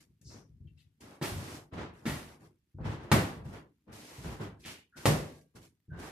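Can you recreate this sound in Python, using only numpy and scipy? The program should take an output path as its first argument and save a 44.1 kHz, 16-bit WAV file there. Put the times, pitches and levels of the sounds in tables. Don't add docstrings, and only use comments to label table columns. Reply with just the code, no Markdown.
import sys
import numpy as np
from scipy import signal
from scipy.fft import rfft, irfft, next_fast_len
from scipy.io import wavfile

SR = 44100
rng = np.random.default_rng(int(sys.argv[2]) if len(sys.argv) > 2 else 0)


def dump(signal):
    limited = np.clip(np.atleast_2d(signal).T, -1, 1)
    pcm = np.round(limited * 32767).astype(np.int16)
    wavfile.write(sys.argv[1], SR, pcm)


N = 269446
RING_SAMPLES = 28000


def undb(db):
    return 10 ** (np.asarray(db) / 20)


def unit(x):
    return x / np.sqrt(np.sum(x ** 2, axis=-1, keepdims=True) + 1e-30)


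def on_log(hz, points_hz, values):
    return np.interp(np.log(np.maximum(hz, 1)), np.log(points_hz), values)


def response(spectrum):
    size = 4096
    hz = np.linspace(0, SR / 2, size // 2 + 1)
    gain = undb(on_log(hz, *np.transpose(spectrum)))
    cepstrum = irfft(np.log(gain))
    cepstrum[1:size // 2] *= 2
    cepstrum[size // 2 + 1:] = 0
    return irfft(np.exp(rfft(cepstrum)))


def colour(x, spectrum):
    return signal.fftconvolve(x, response(spectrum))[:len(x)]


def resonate(x, hz, width_hz):
    return signal.lfilter(*signal.iirpeak(hz, hz / width_hz, fs=SR), x)


def grains(count, spread_db, grain_samples=24):
    slip_db = spread_db * rng.standard_normal(count // grain_samples + 1)
    strength = np.repeat(undb(slip_db), grain_samples)[:count]
    return unit(rng.standard_normal(count) * strength) * np.sqrt(count)


def add(out, s, sound):
    start = max(int(s * SR), 0)
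    out[:, start:start + sound.shape[1]] += sound[:, :N - start]


def burst(x, db):
    return unit(x) * undb(db) * np.sqrt(SR / 20)


def push(spectrum, sharp_hz):
    low_pass = signal.butter(2, sharp_hz, fs=SR, output="sos")
    return signal.sosfilt(low_pass, np.pad(response(spectrum), (0, SR // 4)))


# (centre [Hz], t60 [s], left-right likeness [0-1])
ROOM_BANDS = [(59.5, .52, 0.96), (149, 0.42, 0.96), (300, .53, 0.9), (597, 0.52, 0.4), (1200, 0.47, 0.01),
              (2500, 0.48, 0), (4980, 0.46, 0), (12000, .4, 0.07)]


def spread(mid, side):
    size = next_fast_len(len(mid), True)
    hz, _, likeness = np.transpose(ROOM_BANDS)
    c = on_log(np.fft.rfftfreq(size, 1 / SR), hz, likeness)
    m = rfft(mid, size) * np.sqrt((1 + c) / 2)
    s = rfft(side, size) * np.sqrt((1 - c) / 2)
    return irfft(np.array([m + s, m - s]), size)[:, :len(mid)]


def diffuse_field():
    size = 2 * SR
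    noise = rfft(spread(*rng.standard_normal((2, size))))
    freqs_hz, centres_hz = np.fft.rfftfreq(size, 1 / SR), np.transpose(ROOM_BANDS)[0]
    return np.array([irfft(noise * on_log(freqs_hz, centres_hz, pick)) for pick in np.eye(len(ROOM_BANDS))])


FIELD = diffuse_field()


def tail(source_s=0.0082):
    t60_s = np.transpose(ROOM_BANDS)[1][:, None]
    decay = np.exp(-2 * np.log(1000) / t60_s * np.arange(RING_SAMPLES) / SR)
    power = signal.lfilter([1], [1, -np.exp(-2 / (source_s * SR))], decay)
    start = rng.integers(FIELD.shape[2] - RING_SAMPLES)
    envelope = unit(np.sqrt(power))
    return np.einsum("bcn,bn->cn", FIELD[:, :, start:start + RING_SAMPLES], envelope)


# (delay [s], left gain [linear], right gain [linear])
ECHOES = [(.0022, 0.32, 0.22), (.0058, 0.1, 0.33), (.0085, .35, .3)]


def early():
    path = np.zeros((2, RING_SAMPLES))
    path[0, 2] = path[1, 0] = 1
    for delay_s, left, right in ECHOES:
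        path[:, int(delay_s * SR)] += [left, right]
    return path


# (frequency [Hz], relative level [dB], t60 [s])
RINGING_MODES = [(97, -14, 0.19), (149.25, -6.5, 0.63), (340.3, -1, .45), (527, -8, 0.27),
                 (647.7, -6.5, 0.48), (661, -9, 0.59), (926, -5.5, 0.55), (1139, -4.5, 0.7),
                 (1323, -3, 0.28), (1505, -9.5, .28), (1606, -9, 1), (1680, -8, .3), (2230, -1.5, .35)]


def standing_waves(half_cycle_hz=1500):
    t, out = np.arange(RING_SAMPLES) / SR, 0
    for hz, db, t60_s in RINGING_MODES:
        lead_rad = np.array([[1], [-1]]) * rng.uniform(-1, 1) * np.pi * hz / half_cycle_hz / 2
        mode = np.sin(2 * np.pi * hz * t + lead_rad) * np.exp(-np.log(1000) * t / t60_s)
        out = out + undb(db) * unit(mode)
    return out


def room(x, direct_db, ring=0):
    return signal.fftconvolve(x[None], undb(direct_db) * early() + tail() + ring, axes=1)


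def crackle(spectrum, db, decay_s, direct_db, ring=0):
    t = np.arange(RING_SAMPLES) / SR
    slips = unit(grains(RING_SAMPLES, spread_db=7) * np.exp(-t / decay_s))
    direct = signal.fftconvolve(slips[None], early(), axes=1)[:, :RING_SAMPLES]
    heard = undb(direct_db) * direct + tail(decay_s) + ring
    return signal.fftconvolve(heard, burst(response(spectrum), db)[None], axes=1)


def friction(spectrum, grain_db):
    left_right = spread(*(colour(grains(N, grain_db), spectrum) for _ in range(2)))
    return unit(left_right) * np.sqrt(N)


# (frequency [Hz], relative density [dB])
HUSH = [(25, -20), (70, 0.5), (150, -6), (300, -8.5), (600, -21), (2000, -18), (14000, -28)]
HUSH_DB = -69.5


def hush():
    return undb(HUSH_DB) * friction(HUSH, grain_db=3.5)


def strokes(rate_hz=45, depth_db=0.7):
    knots = rng.standard_normal(1024)
    return undb(depth_db * np.interp(np.arange(N) / SR * rate_hz, np.arange(len(knots)), knots))


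def swell(s, length_s, attack_s, release_s):
    age_s = np.arange(N) / SR - s
    rise = np.clip(age_s / attack_s, 0, 1)
    return rise * np.sqrt(rise) * np.exp(-np.maximum(age_s - length_s, 0) / release_s)


# (time [s], length [s], sole friction [dB], cloth rustle [dB])
MOVES = [(-.02, 0.018, -63, -60.5), (0.277, 0.11, -57.5, -67.5), (0.754, .06, -80, -71),
         (0.989, 0.16, -55, -65), (1.356, .2, -48, -52.5), (1.707, 0.047, -45.5, -66),
         (1.756, 0.066, -40, -73), (1.913, 0.2, -59, -68), (2.26, 0.066, -57, -66),
         (2.378, 0.081, -60, -68), (2.782, 0.12, -55, -88), (2.827, 0.099, -41.5, -63.5),
         (2.977, 0.34, -50.5, -74), (3.424, 0.1, -56, -64.5), (3.508, 0.057, -48, -64),
         (3.854, 0.061, -54, -80.5), (3.902, 0.36, -55, -55.5), (4.225, 0.11, -46, -57),
         (4.382, 0.057, -43, -59.5), (4.571, 0.086, -66, -63.5), (4.633, 0.074, -50.5, -49),
         (4.943, 0.13, -53.5, -55.5), (5.249, 0.13, -83, -65), (5.532, 0.025, -53.5, -61),
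         (5.592, 0.053, -63.5, -62), (5.906, 0.099, -54, -76), (5.97, 0.11, -47, -55)]
# (frequency [Hz], relative density [dB])
SOLE = [(30, -11.5), (70, 1.5), (160, 3.5), (330, 7), (550, 0.5), (1000, -0.5), (1900, -6.5), (3500, -15),
        (7000, -26), (15000, -45.5)]
CLOTH = [(100, -24.5), (700, -13), (2000, 4), (3500, 1), (5500, 1.5), (8000, -1.5), (12000, -4.5),
         (15000, -14)]
SOLE_ATTACK_S, SOLE_RELEASE_S = 0.03, 0.06
CLOTH_LAG_S, CLOTH_ATTACK_S, CLOTH_RELEASE_S = 0.0095, 0.019, 0.042


def movement():
    sole = cloth = 0
    for s, length_s, sole_db, cloth_db in MOVES:
        sole_swell = swell(s, length_s, SOLE_ATTACK_S, SOLE_RELEASE_S)
        cloth_swell = swell(s + CLOTH_LAG_S, length_s, CLOTH_ATTACK_S, CLOTH_RELEASE_S)
        sole = np.hypot(sole, undb(sole_db) * sole_swell)
        cloth = np.hypot(cloth, undb(cloth_db) * cloth_swell)
    shuffle = sole * strokes() * friction(SOLE, grain_db=2)
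    rustle = cloth * strokes() * friction(CLOTH, grain_db=2.5)
    return shuffle + rustle


SHIFT_DELAY_S, SHIFT_DB, SHIFT_HZ = 0.018, -3.5, 280
PATTER_FROM_S, PATTER_UNTIL_S, PATTER_PER_S, PATTER_DB, PATTER_HZ = 0.27, 0.92, 8.7, -65, 221


def light_steps(scatter_db=2):
    steps = [(s + SHIFT_DELAY_S, sole_db + SHIFT_DB, SHIFT_HZ) for s, _, sole_db, _ in MOVES]
    for s in np.arange(PATTER_FROM_S, PATTER_UNTIL_S, 1 / PATTER_PER_S):
        late, weight = rng.uniform(-1, 1, 2)
        late_s = abs(late) / PATTER_PER_S / 2
        steps.append((s + late_s, PATTER_DB + scatter_db * weight, PATTER_HZ))
    return steps


# (time [s], level [dB], contact sharpness [Hz])
THUMPS = [(0.095, -66, 240), (.212, -61, 350), (0.255, -54, 201), (.344, -54, 300), (0.498, -53.5, 98),
          (.605, -49, 120), (.652, -56, 116), (1.518, -48, 404), (1.728, -44.5, 220), (2.025, -58, 700),
          (2.423, -60.5, 456), (2.745, -48.5, 147), (2.786, -48, 600), (2.803, -37, 180),
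          (2.852, -34.5, 147), (2.891, -42.5, 170), (3.03, -51, 496.5), (3.369, -44, 310),
          (3.455, -42.5, 255.3), (3.888, -52.5, 405), (4.182, -47.5, 170), (4.246, -38, 156),
          (4.302, -47, 149), (4.399, -40.5, 384), (5.882, -51.5, 202), (5.916, -42.5, 175.3)]
# (time [s], level [dB], contact sharpness [Hz])
ROCKS = [(1.315, -37, 148), (1.343, -42, 138), (2.088, -37.5, 351), (3.135, -33.5, 614),
         (3.151, -35.5, 129.2), (5.0726, -31, 750)]
# (frequency [Hz], relative density [dB])
FLOOR = [(25, -23.5), (55, -3.5), (95, 1), (160, -2), (260, -6.5), (500, -9), (1500, -8), (15000, -49)]


def thumps():
    out, ring = np.zeros((2, N)), undb(-26) * standing_waves()
    for s, db, sharp_hz in THUMPS + ROCKS + light_steps():
        add(out, s, room(burst(push(FLOOR, sharp_hz), db), direct_db=-11.5, ring=ring))
    return out


# (time [s], level [dB], decay [s])
FLICKS = [(.214, -67, 0.0034), (1.005, -61.5, .006), (2.027, -82, .005), (3.031, -70, .004),
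          (4.973, -58.5, .015), (5.0712, -38, 0.001), (5.413, -72, .003), (5.555, -65.5, .006),
          (5.97, -71.5, .008)]


def flicks():
    out = np.zeros((2, N))
    for s, db, decay_s in FLICKS:
        add(out, s, crackle(CLOTH, db, decay_s, direct_db=-5))
    return out


# (time [s], length [s], level [dB], pitch [Hz], width per resonance [Hz])
SKIDS = [(0.233, 0.13, -58, 5400, 3200), (0.667, 0.028, -74, 2560, 1800), (0.762, 0.065, -69, 2800, 2620),
         (4.627, 0.1, -50, 2460, 2600), (4.91, 0.12, -58.5, 1510, 220), (5.868, 0.25, -55, 1557, 170)]


def skids():
    out = np.zeros((2, N))
    for s, length_s, db, hz, width_hz in SKIDS:
        count = int(length_s * SR)
        slip = grains(count, spread_db=3.5) * signal.windows.tukey(count, 0.55)
        rub = resonate(resonate(slip, hz, width_hz), hz, width_hz)
        add(out, s, room(burst(rub, db), direct_db=-0.5))
    return out


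# (time [s], thud [dB], contact sharpness [Hz], dent [dB], dent pitch [Hz],
#   slap [dB], slap decay [s], cloth [dB], cloth delay [s], cloth decay [s])
BLOWS = [(1.214, -38, 800, -38.5, 358, -42, 0.062, -38.5, 0.0081, 0.066),
         (2.055, -38, 511, -35.5, 240, -39.5, 0.057, -42, .008, 0.072),
         (3.116, -22.5, 1400, -30.5, 321.7, -27.5, 0.004, -33, .0055, 0.0096),
         (5.0555, -22.5, 640, -31.5, 550, -31, 0.0015, -32.5, .002, .006)]
# (frequency [Hz], relative density [dB])
BAG = [(25, -36.5), (50, -10), (85, 0.5), (150, 3), (250, -1.5), (400, -8), (600, -7), (1000, -9.5),
       (3000, -18.5), (15000, -37.5)]
COVER = [(100, -18.5), (600, -5.5), (1000, -4.5), (1300, -6), (1600, -7), (1900, -3), (2400, -9),
         (3500, -13), (6000, -19), (15000, -25.5)]
SNAP = [(100, -15.5), (700, 5), (2000, -0.5), (4000, -2.5), (6500, -5.5), (10000, -5.5), (15000, -11)]
CONTACT_DB = -3.5


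def blows(dent_cycles=1.3):
    out, ring, t = np.zeros((2, N)), standing_waves(), np.arange(SR // 20) / SR
    for (s, thud_db, sharp_hz, dent_db, dent_hz,
         slap_db, slap_s, cloth_db, cloth_delay_s, cloth_s) in BLOWS:
        thud = burst(push(BAG, sharp_hz), thud_db)
        add(out, s, room(thud, direct_db=-14.5, ring=undb(-24.5) * ring))
        dent = np.sin(2 * np.pi * dent_hz * t) * np.exp(-t * dent_hz / dent_cycles)
        add(out, s, room(burst(dent, dent_db), direct_db=-12.0))
        add(out, s, crackle(COVER, slap_db, slap_s, direct_db=CONTACT_DB, ring=undb(-21.5) * ring))
        add(out, s + cloth_delay_s, crackle(SNAP, cloth_db, cloth_s, direct_db=CONTACT_DB))
    return out


# (time [s], left minus right [dB])
PLACE = [(0, 1), (.8, 3), (1.099, 0), (3, .5), (6.1, -0.5)]


def scene():
    pan_db = np.interp(np.arange(N) / SR, *np.transpose(PLACE))
    footwork = movement() + thumps() + flicks() + skids()
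    return hush() + footwork * undb(np.array([pan_db, -pan_db]) / 2) + blows()


# (frequency [Hz], level per bin [dB])
SUPPRESS = [(60, -71), (200, -79), (600, -78), (2000, -80), (6000, -87), (14000, -96)]


def suppress(x, memory=0.66, depth_db=-16):
    size = 512
    hz, _, bins = signal.stft(x, SR, nperseg=size)
    power = signal.lfilter([1 - memory], [1, -memory], np.abs(bins) ** 2)
    threshold = undb(on_log(hz, *np.transpose(SUPPRESS)))[:, None]
    excess = (power / threshold ** 2) ** 2
    gain = (excess + undb(depth_db)) / (excess + 1)
    return signal.istft(bins * gain, SR, nperseg=size)[1][:, :N]


TOP_HZ = 14250


def record(dry, balance_db=-0.1, bass_cut_hz=45):
    tilted = dry * undb(np.array([[balance_db], [-balance_db]]) / 2)
    thin = signal.sosfilt(signal.butter(2, bass_cut_hz, "high", fs=SR, output="sos"), tilted)
    top_cut = signal.ellip(12, 0.2, 80, TOP_HZ, fs=SR, output="sos")
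    return signal.sosfilt(top_cut, suppress(thin))


dry = scene()
out = record(dry)
dump(out)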